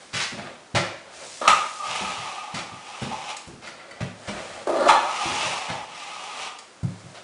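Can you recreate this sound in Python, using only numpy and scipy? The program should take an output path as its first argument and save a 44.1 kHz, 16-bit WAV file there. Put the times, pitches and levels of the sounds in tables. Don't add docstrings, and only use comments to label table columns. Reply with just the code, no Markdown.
import sys
import numpy as np
from scipy import signal
from scipy.fft import rfft, irfft
from scipy.io import wavfile
from scipy.ndimage import uniform_filter1d

SR = 44100
rng = np.random.default_rng(int(sys.argv[2]) if len(sys.argv) > 2 else 0)


def output_pcm(signal):
    pcm = np.clip(np.atleast_2d(signal).T, -1, 1) * 32767
    wavfile.write(sys.argv[1], SR, np.round(pcm).astype(np.int16))


N = 318843
T = np.arange(N) / SR

# f/Hz, t60/s
ROOM_DECAY = [(100, 0.55), (500, 0.62), (1400, 0.6), (4000, 0.56), (9000, 0.48)]
# f/Hz, level/dB
AIR_SPECTRUM = [(30, -16), (100, -6), (250, 2.5), (550, 3.5), (1200, 1.5), (2500, -5.5), (5000, -7),
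                (10000, -13)]

# f/Hz, width/Hz, level/dB
FLOOR_MODES = [(106.4, 4.8, 1.5), (132.3, 8.6, 7), (151.6, 70, 9), (179.6, 8, 5), (237.6, 13, -15.5)]
# f/Hz, level/dB
HEEL_SPECTRUM = [(60, -9.5), (130, -4), (240, -0.5), (340, -3), (480, -15), (900, -22), (3000, -35)]
# t/s, level/dB, knock offset/dB
THUMPS = [(0.136, -22, -21), (0.319, -38, 5.5), (0.38, -43, 4), (0.742, -10.5, -40), (1.482, -37, -5.5),
          (1.881, -35, -29), (2.008, -37.5, 6.5), (2.179, -29.5, -24), (2.538, -27.5, -10.5),
          (2.718, -30.5, -14), (3.015, -29, 4), (3.473, -36.5, 4.5), (4.009, -13, -18), (4.28, -29, 2),
          (5.252, -27.5, -1.5), (5.447, -26, -33), (5.699, -26.5, -10), (6.83, -8.5, -24),
          (7.043, -27.5, -23)]

# t/s, tick/dB, clink/dB
TOOL_TAPS = [(2.541, -31, -27), (3.364, -29, -64), (3.669, -40, -31), (3.794, -57, -39), (3.906, -44, -36),
             (6.584, -35.5, -42)]
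# f/Hz, width/Hz, level/dB
CLINK_MODES = [(1367, 16, -6), (2000, 99, -1.5), (3010, 40, -11), (4560, 60, -10)]

# f/Hz, level/dB
BODY_SPECTRUM = [(90, -10), (230, -7), (350, -2), (440, -8.5), (540, 2), (750, -3.5), (1000, -8),
                 (1250, -6), (1500, -9), (2100, -9), (4000, -17), (9000, -52.5)]
TIPS_SPECTRUM = [(500, -27), (2000, -3.5), (2900, -4), (4000, -2), (5500, -2), (8000, -3), (10000, -8)]
SWISH_SPECTRUM = [(200, -28), (900, -6), (1600, -3.5), (2050, 0), (2600, -1.5), (3300, -4.5), (4500, -5.5),
                  (6500, -10), (10000, -18)]
# t/s, length/s, body/dB, tips/dB
BRUSH_PASSES = [(0, 0.042, -46.5, -47), (0.416, 0.049, -39.5, -51.5), (1.126, 0.074, -40, -54),
                (1.256, 0.53, -54, -38.5), (3.84, 0.19, -42.5, -61), (4.305, 0.26, -34, -42.5),
                (6.927, 0.27, -47, -51.5)]
# t/s, length/s, level/dB, body offset/dB
BRUSH_SLAPS = [(0.126, 0.091, -25.5, -14), (0.374, 0.015, -45, 12.5), (0.747, 0.016, -20, 4),
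               (2.541, 0.042, -32, -3), (3.02, .021, -38.5, 5.5), (3.617, 0.057, -41.5, 0.5),
               (4.003, 0.015, -38, 6), (4.271, 0.017, -36, 4.5), (5.399, 0.032, -33, 0.5),
               (5.68, 0.036, -36, 6), (7.14, .03, -46, 3.5)]

# f/Hz, width/Hz, level/dB
LOWER_MODES = [(601, 33, -11.5), (751, 36, -2), (852.4, 55, 2.5), (1020, 24, -5.5), (1097, 45, -15)]
UPPER_MODES = [(1143, 95, 3.5), (1251, 45, 8.5), (1317, 70, -5.5), (1380, 110, -13)]
RING_MODES = [(1288, 8, 6.5), (1400, 28, 7.5), (1754, 140, 3), (2660, 370, -14), (3350, 34, -11),
              (4220, 290, 0)]
# f/Hz, level/dB
GRIT_SPECTRUM = [(100, -19), (400, -8), (1000, 0), (1550, -6.5), (2000, -3.5), (2650, 0.5), (3300, -3.5),
                 (4600, -9), (5800, -9), (8000, -14), (10000, -17)]
WALL_SPECTRUM = [(80, -27), (170, -21), (250, -1), (345, 7.5), (440, -4), (560, 7.5), (780, 2.5),
                 (1050, -10), (1600, -17.5), (2600, -27), (9000, -33)]
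# start/s, fastest/s, end/s, first level/dB, upper offset/dB, grit offset/dB
TROWEL_PUSHES = [(1.812, 1.9, 2.767, -36.5, 3.5, 6.5), (5.003, 5.42, 5.823, -29.5, -3.5, 5.5)]
# start/s, lift-off/s, level/dB, upper offset/dB, grit offset/dB
TROWEL_PULLS = [(2.917, 3.313, -45, -3, 6), (6.006, 6.46, -43.5, 0, 5.5)]
# t/s, level/dB
EDGE_GRABS = [(3.10, -31), (5.69, -47)]
# lands/s, snaps free/s, snap rise/s, wall/dB, wall swell/dB, clang/dB,
# upper offset/dB, grit offset/dB, ring offset/dB
CORNER_CATCHES = [(1.411, 1.477, 0.002, -31.5, -13, -21.5, 7, 8.5, 1.5),
                  (4.668, 4.874, 0.02, -25, 7, -14, -2, -3, -3)]


def undb(db):
    return 10 ** (np.asarray(db) / 20)


def unit(x):
    return x / np.sqrt(np.mean(x ** 2))


def through(x, response):
    return signal.fftconvolve(x, response / np.linalg.norm(response))[:N]


def colour(x, spectrum, size=4096):
    hz, db = np.transpose(spectrum)
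    bins_hz = np.maximum(np.fft.rfftfreq(size, 1 / SR), 1)
    outline = np.interp(np.log(bins_hz), np.log(hz), db)
    cepstrum = irfft(np.log(undb(outline)))
    cepstrum[1:size // 2] *= 2
    cepstrum[size // 2 + 1:] = 0
    return through(x, irfft(np.exp(rfft(cepstrum))))


def resonate(x, modes):
    t = T[:SR // 2]
    response = 0
    for k, (hz, width, db) in enumerate(modes):
        decay = undb(db) * np.sqrt(width) * np.exp(-np.pi * width * t)
        response += (-1) ** k * decay * np.cos(2 * np.pi * hz * t)
    return through(x, response)


def wander(per_s):
    span = max(int(SR / per_s), 2)
    held = np.repeat(rng.standard_normal(N // span + 1), span)
    return unit(uniform_filter1d(held, span)[:N])


def grains(per_s, spread_db):
    size = rng.standard_normal(N) * undb(spread_db * np.clip(rng.standard_normal(N), -2, 2))
    return unit(size * (rng.random(N) < per_s / SR))


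def contact(start, rise_s, hold_s, release_s):
    build = np.clip((T - start) / rise_s, 0, 1)
    return build * np.exp(-np.clip((T - start - rise_s - hold_s) / release_s, 0, 20))


def glide(start, end, on_s=0.04, off_s=0.04):
    return np.clip(1 + np.minimum((T - start) / on_s, (end - T) / off_s), 0, 1)


def accent(start, db, decay_s):
    return undb(db * np.exp(-np.maximum(T - start, 0) / decay_s))


def still_air(level_db=-50):
    return undb(level_db) * colour(rng.standard_normal(N), AIR_SPECTRUM)


def wall_echoes(build_s=0.00033):
    hz, _, bands = signal.stft(rng.standard_normal(SR), SR, nperseg=256)
    t60 = np.interp(hz, *np.transpose(ROOM_DECAY))
    age = np.linspace(0, 1, bands.shape[1])
    decay = np.exp(-np.log(1000) * age / t60[:, None])
    tail = signal.istft(bands * decay)[1][:SR]
    return tail * (1 - np.exp(-T[:SR] / build_s))


def room(x, direct_db=-3, echo_db=-4, null_hz=300, patterns=8, patterns_per_s=45):
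    place = patterns_per_s * T
    echoes = 0
    for k in range(patterns):
        distance = np.abs((place - k) % patterns - patterns / 2)
        share = np.cos(np.pi / 2 * np.minimum(distance, 1))
        echoes += through(x * share, wall_echoes())
    null = signal.iirnotch(null_hz, Q=5, fs=SR)
    return signal.lfilter(*null, undb(direct_db) * x + undb(echo_db) * echoes)


def steps_and_thump(push_s=0.0012, lag_s=0.0025, second_s=0.05, second_db=-11.5):
    push = scuff = 0
    for start, first_db, knock_db in THUMPS:
        for lands, db in [(start, first_db), (start + second_s, first_db + second_db)]:
            push += undb(db) * np.exp(-np.minimum(((T - lands - lag_s) / push_s) ** 2, 20))
            scuff += undb(db + knock_db) * contact(lands, rise_s=0.0028, hold_s=0.0025, release_s=0.019)
    boom = undb(-17.5) * resonate(push, FLOOR_MODES)
    knock = undb(3) * colour(scuff * rng.standard_normal(N), HEEL_SPECTRUM)
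    return boom, knock


def tool_taps():
    tick, clink = sum(undb(levels)[:, None] * contact(t, rise_s=0.0046, hold_s=0.00078, release_s=0.0081)
                      for t, *levels in TOOL_TAPS)
    ticks = colour(tick * rng.standard_normal(N), TIPS_SPECTRUM)
    return ticks + resonate(clink * rng.standard_normal(N), CLINK_MODES)


def brush_passes(fade_s=0.17):
    body, tips = sum(undb(levels)[:, None] * glide(start, start + length, fade_s, fade_s)
                     for start, length, *levels in BRUSH_PASSES)
    flicks = grains(per_s=6000, spread_db=5) * undb(1.9 * wander(per_s=35))
    hiss = grains(per_s=9000, spread_db=5)
    return undb(-4.5) * colour(flicks * body, BODY_SPECTRUM) + undb(-2) * colour(hiss * tips, TIPS_SPECTRUM)


def brush_slaps():
    force = body = 0
    for start, length, db, body_db in BRUSH_SLAPS:
        touch = contact(start, rise_s=0.0016 + 0.2 * length, hold_s=length, release_s=0.021)
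        force += undb(db) * touch
        body += undb(db + body_db) * touch
    swish = colour(force * grains(per_s=4600, spread_db=0), SWISH_SPECTRUM)
    slap = colour(body * grains(per_s=5000, spread_db=5.5), BODY_SPECTRUM)
    return swish + slap


def push_drive(start, fastest, end, db, upper_db, grit_db, slacken_db=-9, tilt_db=-6.5, speed_db=12.5):
    reach = np.interp(T, [start, end], [0, 1])
    speed = np.sin(np.interp(T, [start, fastest, end], [0, np.pi / 2, np.pi]))
    level = db + slacken_db * reach ** 1.35
    upper = level + upper_db + tilt_db * reach
    grit = level + grit_db + speed_db * (speed - 1)
    return glide(start, end) * undb([level, upper, grit])


def pull_drive(start, end, db, upper_db, grit_db, flick_db=5.5, flick_s=0.077, tilt_db=-0.5):
    flick = np.exp(-((T - end) / flick_s) ** 2)
    level = db + flick_db * flick
    upper = level + upper_db + tilt_db * flick
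    return glide(start, end, on_s=0.2) * undb([level, upper, level + grit_db])


def catch_drive(lands, snaps, rise_s, wall_db, swell_db, clang_db, upper_db, grit_db, ring_db,
                strain_db=-9, strain_db_per_s=108):
    stuck = contact(lands, rise_s=0.0045, hold_s=snaps - lands, release_s=0.0031)
    progress = np.interp(T, [lands, snaps], [0, 1])
    wall = stuck * accent(lands, db=10.5, decay_s=0.023) * undb(wall_db + swell_db * progress)
    strain = stuck * undb(clang_db + strain_db - strain_db_per_s * np.maximum(snaps - T, 0))
    snap = undb(clang_db) * accent(snaps, db=12, decay_s=0.004)
    clang = snap * contact(snaps, rise_s, hold_s=0.011, release_s=0.032)
    crack = snap * contact(snaps, rise_s, hold_s=0.011, release_s=0.015)
    blade = np.maximum(strain, clang)
    grit = undb(grit_db) * (undb(-44) * stuck + crack)
    ring = undb(ring_db) * np.maximum(undb(1.5) * strain, clang)
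    return np.array([blade, undb(upper_db) * blade, wall, grit, ring])


def trowel_sweeps(flex_s=0.001275):
    pushes = sum(push_drive(*row) for row in TROWEL_PUSHES)
    pulls = sum(pull_drive(*row) for row in TROWEL_PULLS)
    lower, upper, grit = pushes + pulls
    lower += sum(undb(db) * contact(t, rise_s=0.015, hold_s=0.01, release_s=0.014) for t, db in EDGE_GRABS)
    drag = undb(wander(per_s=60))
    slips = grains(per_s=4200, spread_db=1) * drag
    sand = grains(per_s=9000, spread_db=3) * drag
    blade = resonate(slips * lower, LOWER_MODES) + resonate(slips * upper, UPPER_MODES)
    blade = np.interp(T + flex_s * wander(per_s=9), T, blade)
    return blade + colour(sand * grit, GRIT_SPECTRUM)


def trowel_catches(damping=3.1):
    lower, upper, wall, grit, ring = sum(catch_drive(*row) for row in CORNER_CATCHES)
    judder = unit(undb(2.2 * wander(per_s=300)))
    slips = grains(per_s=8000, spread_db=1.5) * judder
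    sand = grains(per_s=14000, spread_db=1.5) * judder
    pressed = np.array([1, damping, 1])
    steel = resonate(slips * lower, pressed * LOWER_MODES) + resonate(slips * upper, pressed * UPPER_MODES)
    steel += resonate(sand * ring, RING_MODES)
    return steel + colour(slips * wall, WALL_SPECTRUM) + colour(sand * grit, GRIT_SPECTRUM)


def scene():
    boom, knock = steps_and_thump()
    work = trowel_sweeps() + trowel_catches() + brush_passes() + brush_slaps() + tool_taps()
    air = still_air()
    return (room(work + knock) + boom + air)[None]


def record(dry, low_cut_hz=70, top_hz=10100, ceiling=0.68):
    thin = signal.sosfilt(signal.butter(2, low_cut_hz, "high", fs=SR, output="sos"), dry)
    clipped = np.clip(thin + 0.08 * thin ** 2, -ceiling, ceiling)
    return signal.sosfilt(signal.ellip(12, 0.2, 80, top_hz, fs=SR, output="sos"), clipped)


dry = scene()
out = record(dry)
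output_pcm(out)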